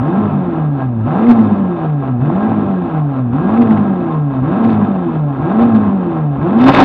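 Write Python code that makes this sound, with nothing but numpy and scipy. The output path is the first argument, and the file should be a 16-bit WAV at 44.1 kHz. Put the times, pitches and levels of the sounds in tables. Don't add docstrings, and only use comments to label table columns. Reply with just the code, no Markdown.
import sys
import numpy as np
from scipy import signal
from scipy.fft import rfft, irfft, next_fast_len
from scipy.io import wavfile
from scipy.ndimage import uniform_filter1d

SR = 44100
rng = np.random.default_rng(int(sys.argv[2]) if len(sys.argv) > 2 else 0)


def unload_audio(sound):
    columns = np.transpose(np.atleast_2d(sound))
    steps = np.round(np.clip(columns, -1, 1) * 32767)
    wavfile.write(sys.argv[1], SR, steps.astype(np.int16))


def rack_gain(trim_db):
    fader = np.asarray(trim_db, float)
    return 10 ** (fader / 20)


N = 301644
TIME = np.arange(N) / SR
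HZ = np.fft.rfftfreq(next_fast_len(N + SR), 1 / SR)
STEP_S = .002
STEP = np.arange(0, N / SR + STEP_S, STEP_S)

# pedal down t/s, pedal up t/s, firing rate at lift f/Hz, rocking after lift level/dB
BLIPS = [
    (0.0, 0.218, 211.3, -20.5),
    (1.041, 1.278, 241.6, -30.5),
    (2.196, 2.486, 223.9, -29),
    (3.315, 3.597, 236.8, -22.5),
    (4.423, 4.646, 232.2, -23.5),
    (5.395, 5.635, 238.5, -25.5),
    (6.391, 6.72, 277.3, -24),
]
# time along coast t/s, firing rate f/Hz
COAST = [(-0.1, 284.7), (0.118, 261.8), (0.29, 240), (0.438, 215.1), (0.6, 194.4), (0.784, 164.7),
         (0.95, 145.3), (1.083, 130.3), (1.3, 103.6)]
ORDERS_DB = [-13, -24, -32.5, -40, -43, -44]
# multiple of firing rate [1], level/dB
IMBALANCE = [(1.25, -28), (1.5, -24), (1.75, -32), (2.5, -28), (3.5, -29), (4.5, -34)]
# t/s, level/dB
SURGES = [(0.119, 1), (0.199, 7), (0.331, -7), (6.74, 6.5), (1.31, 10.5), (1.402, 13.5), (1.529, 9.5),
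          (2.27, 2), (2.304, -8), (2.351, 4.5), (2.435, 3.5), (2.49, -10), (2.55, -5), (6.559, 4.5),
          (3.599, 5.5), (3.709, 12.5), (3.781, -5), (3.821, 8), (2.227, 8.5), (4.655, 3), (4.831, 8.5),
          (6.649, 6), (5.564, 4.5), (5.635, 5), (5.76, 9.5), (5.879, 9.5), (6.625, 9), (6.691, 4),
          (6.77, 9), (6.817, 7)]
# f/Hz, level/dB
CABIN = [(30, -40), (92, -14), (108, -2), (150, 3), (190, -1), (237, 5.5), (275, 7), (340, 5.5), (400, 2),
         (470, 2), (520, -2), (660, 1), (2000, -22)]
# f/Hz, width/Hz, depth level/dB
NULLS = [(120, 14, -6), (137, 14, -12), (167, 30, -19), (204, 9, -10), (274, 8, -6), (303, 50, -19),
         (378, 50, -22), (407, 25, -12), (437, 28, -12), (505, 50, -12), (620, 40, -12)]
# f/Hz, width/Hz, level/dB
MOUNTS = [(152, 36, 0)]
# f/Hz, level/dB per Hz
RATTLE = [(52, -31), (70, -14), (200, -5.5), (350, -6.5), (503, -10.5), (773, -10.5), (1060, -11.5),
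          (1360, -16.5), (1450, -21), (1680, -23.5), (1800, -29), (3570, -41), (5240, -64.5), (8000, -74),
          (16000, -98)]
# f/Hz, width/Hz, level above the rest/dB
TRIM = [(703, 15, -1.5), (774.5, 41, 2), (1061.3, 16, 2), (1312, 19, 1.5), (1619, 17, 4.5),
        (1770, 18, -12.5), (2574, 70, 1), (3600, 60, 1.5)]
# firing rate f/Hz, rattle level/dB
SHIVER = [(107, -31), (120, -33.5), (133, -24), (145, -32), (157, -22.5), (170, -25.5), (190, -25.5),
          (205, -22), (222, -22), (240, -19)]
# t/s, half length/s, crackle level/dB, rattle level/dB
BACKFIRES = [(1.311, 0.021, -26, -11.5), (1.277, .04, -42.5, -21), (1.4, .08, -42.5, -24),
             (3.623, 0.014, -36.5, -24), (3.724, .03, -40.5, -17), (3.574, .03, -47, -21),
             (4.645, 0.0088, -37.5, -24), (4.714, 0.042, -38.5, -24), (5.62, 0.039, -39, -14),
             (5.759, .02, -37.5, -16.5), (6.638, 0.046, -25.5, -14.5), (6.671, .012, -16.5, -7.5),
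             (6.692, .018, -15, -3.5), (6.717, .018, -23.5, -12), (6.745, 0.013, -14, -8.5),
             (6.77, 0.022, -14, -8), (6.803, 0.038, -14, -4), (6.835, 0.022, -18, -7.5)]
# f/Hz, level/dB
CRACKLE_COLOUR = [(300, -32), (900, 5), (2000, 4), (3600, -3.5), (4600, -12), (6500, -30.5), (10000, -43),
                  (16000, -60)]
# t/s, peak level/dB
POPS = [(0.0804, -34), (0.2504, -43.5), (1.186, -54), (1.2332, -33), (1.2665, -26.5), (1.3101, -22),
        (1.3899, -25), (2.257, -39), (3.5737, -28), (3.6185, -25), (3.6725, -30.5), (3.708, -25),
        (3.7733, -26.5), (4.6483, -25), (5.749, -26), (6.599, -25)]
# f/Hz, level/dB
POP_COLOUR = [(150, 0.5), (600, 0), (2000, 12), (3600, -7.5), (6000, -28.5), (10000, -54)]
# f/Hz, level/dB per Hz
RUMBLE = [(12, -49.5), (20, -14), (38, -16), (100, -8), (130, -36), (220, -120)]
# f/Hz, level/dB
IMAGES = [(7812, -68), (11718, -71)]


def evened(x):
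    return x / np.sqrt(np.mean(x ** 2))


def shaped(x, response):
    size = next_fast_len(N + SR)
    return irfft(rfft(x, size) * response, size)[:N]


def spectrum(points):
    f, db = np.transpose(points)
    return rack_gain(np.interp(np.log(HZ + 1), np.log(f + 1), db))


def modes(table):
    return sum(rack_gain(db) * 1j * HZ * width / (hz ** 2 - HZ ** 2 + 1j * HZ * width) for hz, width, db in table)


def wander(rate_hz):
    return evened(shaped(rng.standard_normal(N), np.exp(-(HZ / rate_hz) ** 2)))


def hump(x, centre, width):
    return np.exp(-((x - centre) / width) ** 2)


def slow(control):
    return np.interp(TIME, STEP, control)


def decibels(gain):
    return 20 * np.log10(gain)


def revs_and_pedal():
    idle_hz, pull_curve, inertia_s = 112.22, 1.4, .03
    along, speed = np.transpose(COAST)
    hz, pedal = np.full(len(STEP), idle_hz), np.zeros(len(STEP))
    for down, up, peak, _ in BLIPS:
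        start = np.interp(down, STEP, hz)
        share = np.clip((STEP - down) / (up - down), 0, 1)
        pull = start + (peak - start) * (1 - (1 - share) ** pull_curve)
        joined_s = np.interp(-peak, -speed, along)
        coast = np.interp(STEP - up + joined_s, along, speed)
        hz = np.where(STEP < down, hz, np.where(STEP < up, pull, coast))
        pedal = pedal + (STEP >= down) * (STEP < up)
    inertia = np.exp(-abs(np.arange(-50, 51)) * STEP_S / (inertia_s / 4))
    hz = np.convolve(np.pad(hz, 50, "edge"), inertia / inertia.sum(), "valid")
    return hz, uniform_filter1d(pedal, size=14)


def note_db(hz, pedal):
    hunt_db, hunt_hz, surge_s = -2.5, 216, .018
    db = hunt_db * np.clip((hz - hunt_hz) / 8 + 1, 0, 1)
    db += sum(surge * hump(STEP, s, surge_s) for s, surge in SURGES)
    db += 2 * pedal * hump(hz, 170, 22)
    return db + 4 * np.clip((hz - 255) / 12, 0, 1)


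def pedal_jolt():
    jolt_s = .021
    return sum(hump(STEP, down + jolt_s / 2, jolt_s) for down, *_ in BLIPS)


def unevenness_db(hz, pedal, jolt):
    return 1.5 - 6.5 * (1 - pedal) * hump(hz, 141, 12) + 8 * jolt


def shake_db(hz, pedal, jolt):
    swell_s = .22
    crank = rack_gain(-44.5) + rack_gain(-21) * (1 - pedal) * hump(hz, 215.7, 16) + rack_gain(-33) * jolt
    crank += rack_gain(-19) * np.clip((hz - 235) / 30, 0, 1)
    lift = sum(rack_gain(db) * hump(STEP, up + swell_s / 2, swell_s / 2) for _, up, _, db in BLIPS)
    rocking = rack_gain(-34) + lift + rack_gain(-5) * jolt
    return decibels(crank), decibels(rocking)


def loose_db(hz, pedal):
    effort = np.clip(uniform_filter1d(np.gradient(hz, STEP), size=30) / 450, 0, 1.5)
    pulling_db = -22 + .0625 * (hz - 170) + 3.5 * (effort - 1)
    coasting_db = np.interp(hz, *np.transpose(SHIVER))
    panels_db = pedal * pulling_db + (1 - pedal) * coasting_db
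    fires = np.array([hump(STEP, s, half) * rack_gain(np.array([[crack_db], [knock_db]]))
                      for s, half, crack_db, knock_db in BACKFIRES]).max(axis=0)
    puffs = rack_gain(-57 + 1.1 * (panels_db + 19) - 8.5 * pedal) + rack_gain(-62)
    rattle_db = decibels(np.maximum(rack_gain(panels_db), fires[1]))
    return rattle_db, decibels(np.maximum(puffs, fires[0]))


def engine(hz, turns, ragged_db, drive_db):
    accessory = 4.92
    revs = np.clip((hz - 150) / 70, 0, 1.5)
    flutter_db = 1.8 + 1.3 * revs
    pull = np.clip(np.gradient(hz) * SR / 400 * np.clip((230 - hz) / 70, 0, 1), 0, 1)
    load_db = 2 * uniform_filter1d(pull, size=1500)
    firing = np.zeros(N)
    for k, db in enumerate(ORDERS_DB):
        if k < 3:
            vary_db = load_db * (2 - k) - .9 * np.maximum(drive_db, 0)
            vary_db = vary_db + (flutter_db + load_db / 2) * wander(18 + 6 * k)
            vary_db = min(k, 1) * vary_db
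        else:
            vary_db = 4.5 * wander(14)
        firing += rack_gain(db + vary_db) * np.cos(2 * np.pi * (k + 1) * turns)
    firing += rack_gain(-41 + 6 * revs + 4 * wander(12)) * np.cos(2 * np.pi * accessory * turns)
    firing *= rack_gain(drive_db + 1.6 * revs * wander(22))
    uneven = sum(rack_gain(db + 4.5 * wander(12)) * np.cos(2 * np.pi * (k * turns + rng.random()))
                 for k, db in IMBALANCE)
    strength = rng.standard_normal(2000)[turns.astype(int)]
    scatter = evened(strength * np.sin(np.pi * turns) ** 2 * np.sin(2 * np.pi * turns))
    ragged = rack_gain(np.clip(ragged_db, -8, 5) + 6.34 * revs)
    return np.sqrt(2) * (firing + ragged * (rack_gain(-14.5) * uneven + rack_gain(-29.5) * scatter))


def cabin():
    cuts = [(hz ** 2 - HZ ** 2 + 1j * HZ * width * rack_gain(db)) / (hz ** 2 - HZ ** 2 + 1j * HZ * width)
            for hz, width, db in NULLS]
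    return spectrum(CABIN) * np.prod(cuts, axis=0)


def shake(turns, crank_db, rocking_db):
    crank = rack_gain(crank_db + 2.2 * wander(20)) * np.cos(np.pi * turns)
    rocking = rack_gain(rocking_db + 2.2 * wander(16)) * np.cos(3 / 2 * np.pi * turns * 1)
    return np.sqrt(2) * (crank + shaped(rocking, modes(MOUNTS) ** 2))


def rattle(turns, rattle_db):
    knock = rack_gain(2.2 * rng.standard_normal(2000))[turns.astype(int)]
    gate = .55 + knock * np.exp(-(turns % 1) / .45)
    colour = spectrum(RATTLE) * (1 + abs(modes(TRIM)) ** 2)
    return rack_gain(rattle_db + .58 * wander(25)) * evened(shaped(gate * rng.standard_normal(N), colour))


def crackle(turns, level_db):
    snap = rack_gain(4 * np.minimum(rng.exponential(1, 2000), 2.5))[turns.astype(int)]
    puffs = (.22 + snap * np.exp(-(turns % 1) / .24)) * rng.standard_normal(N)
    colour = spectrum(CRACKLE_COLOUR) * (1 + abs(modes(TRIM)) ** 2)
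    return rack_gain(level_db - 1.5) * evened(shaped(puffs, colour))


def pops():
    decay_s = .005
    kicks = np.zeros(N)
    for s, db in POPS:
        kicks[round(s * SR)] = rack_gain(db)
    burst = signal.lfilter([1], [1, -np.exp(-1 / (decay_s * SR))], kicks)
    burst = uniform_filter1d(burst, size=60)
    return rack_gain(1) * shaped(burst * rng.standard_normal(N), spectrum(POP_COLOUR))


def rumble():
    return rack_gain(-47) * evened(shaped(rng.standard_normal(N), spectrum(RUMBLE)))


def scene():
    speed, pedal = revs_and_pedal()
    jolt = pedal_jolt()
    hz = slow(speed)
    turns = np.cumsum(hz) / SR
    ragged_db, drive_db = slow(unevenness_db(speed, pedal, jolt)), slow(note_db(speed, pedal))
    crank_db, rocking_db = map(slow, shake_db(speed, pedal, jolt))
    rattle_db, crackle_db = map(slow, loose_db(speed, pedal))
    mix = shaped(engine(hz, turns, ragged_db, drive_db), cabin())
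    mix += shake(turns, crank_db, rocking_db)
    mix += rattle(turns, rattle_db) + crackle(turns, crackle_db)
    return (mix + pops() + rumble())[None]


def band_limit(x):
    return signal.sosfilt(signal.butter(12, 15830, fs=SR, output="sos"), x)


def record(dry):
    headroom = 1.25
    x = np.clip(headroom * np.tanh(1.074 * dry / headroom), -1, 1)
    x = x * np.clip(TIME / .0003 + .22, 0, 1)
    x = x * (1 + sum(rack_gain(db) * np.cos(2 * np.pi * hz * TIME) for hz, db in IMAGES))
    x = x + rack_gain(-84.5 + 2 * wander(30)) * rng.standard_normal(N)
    return band_limit(x)


dry = scene()
out = record(dry)
unload_audio(out)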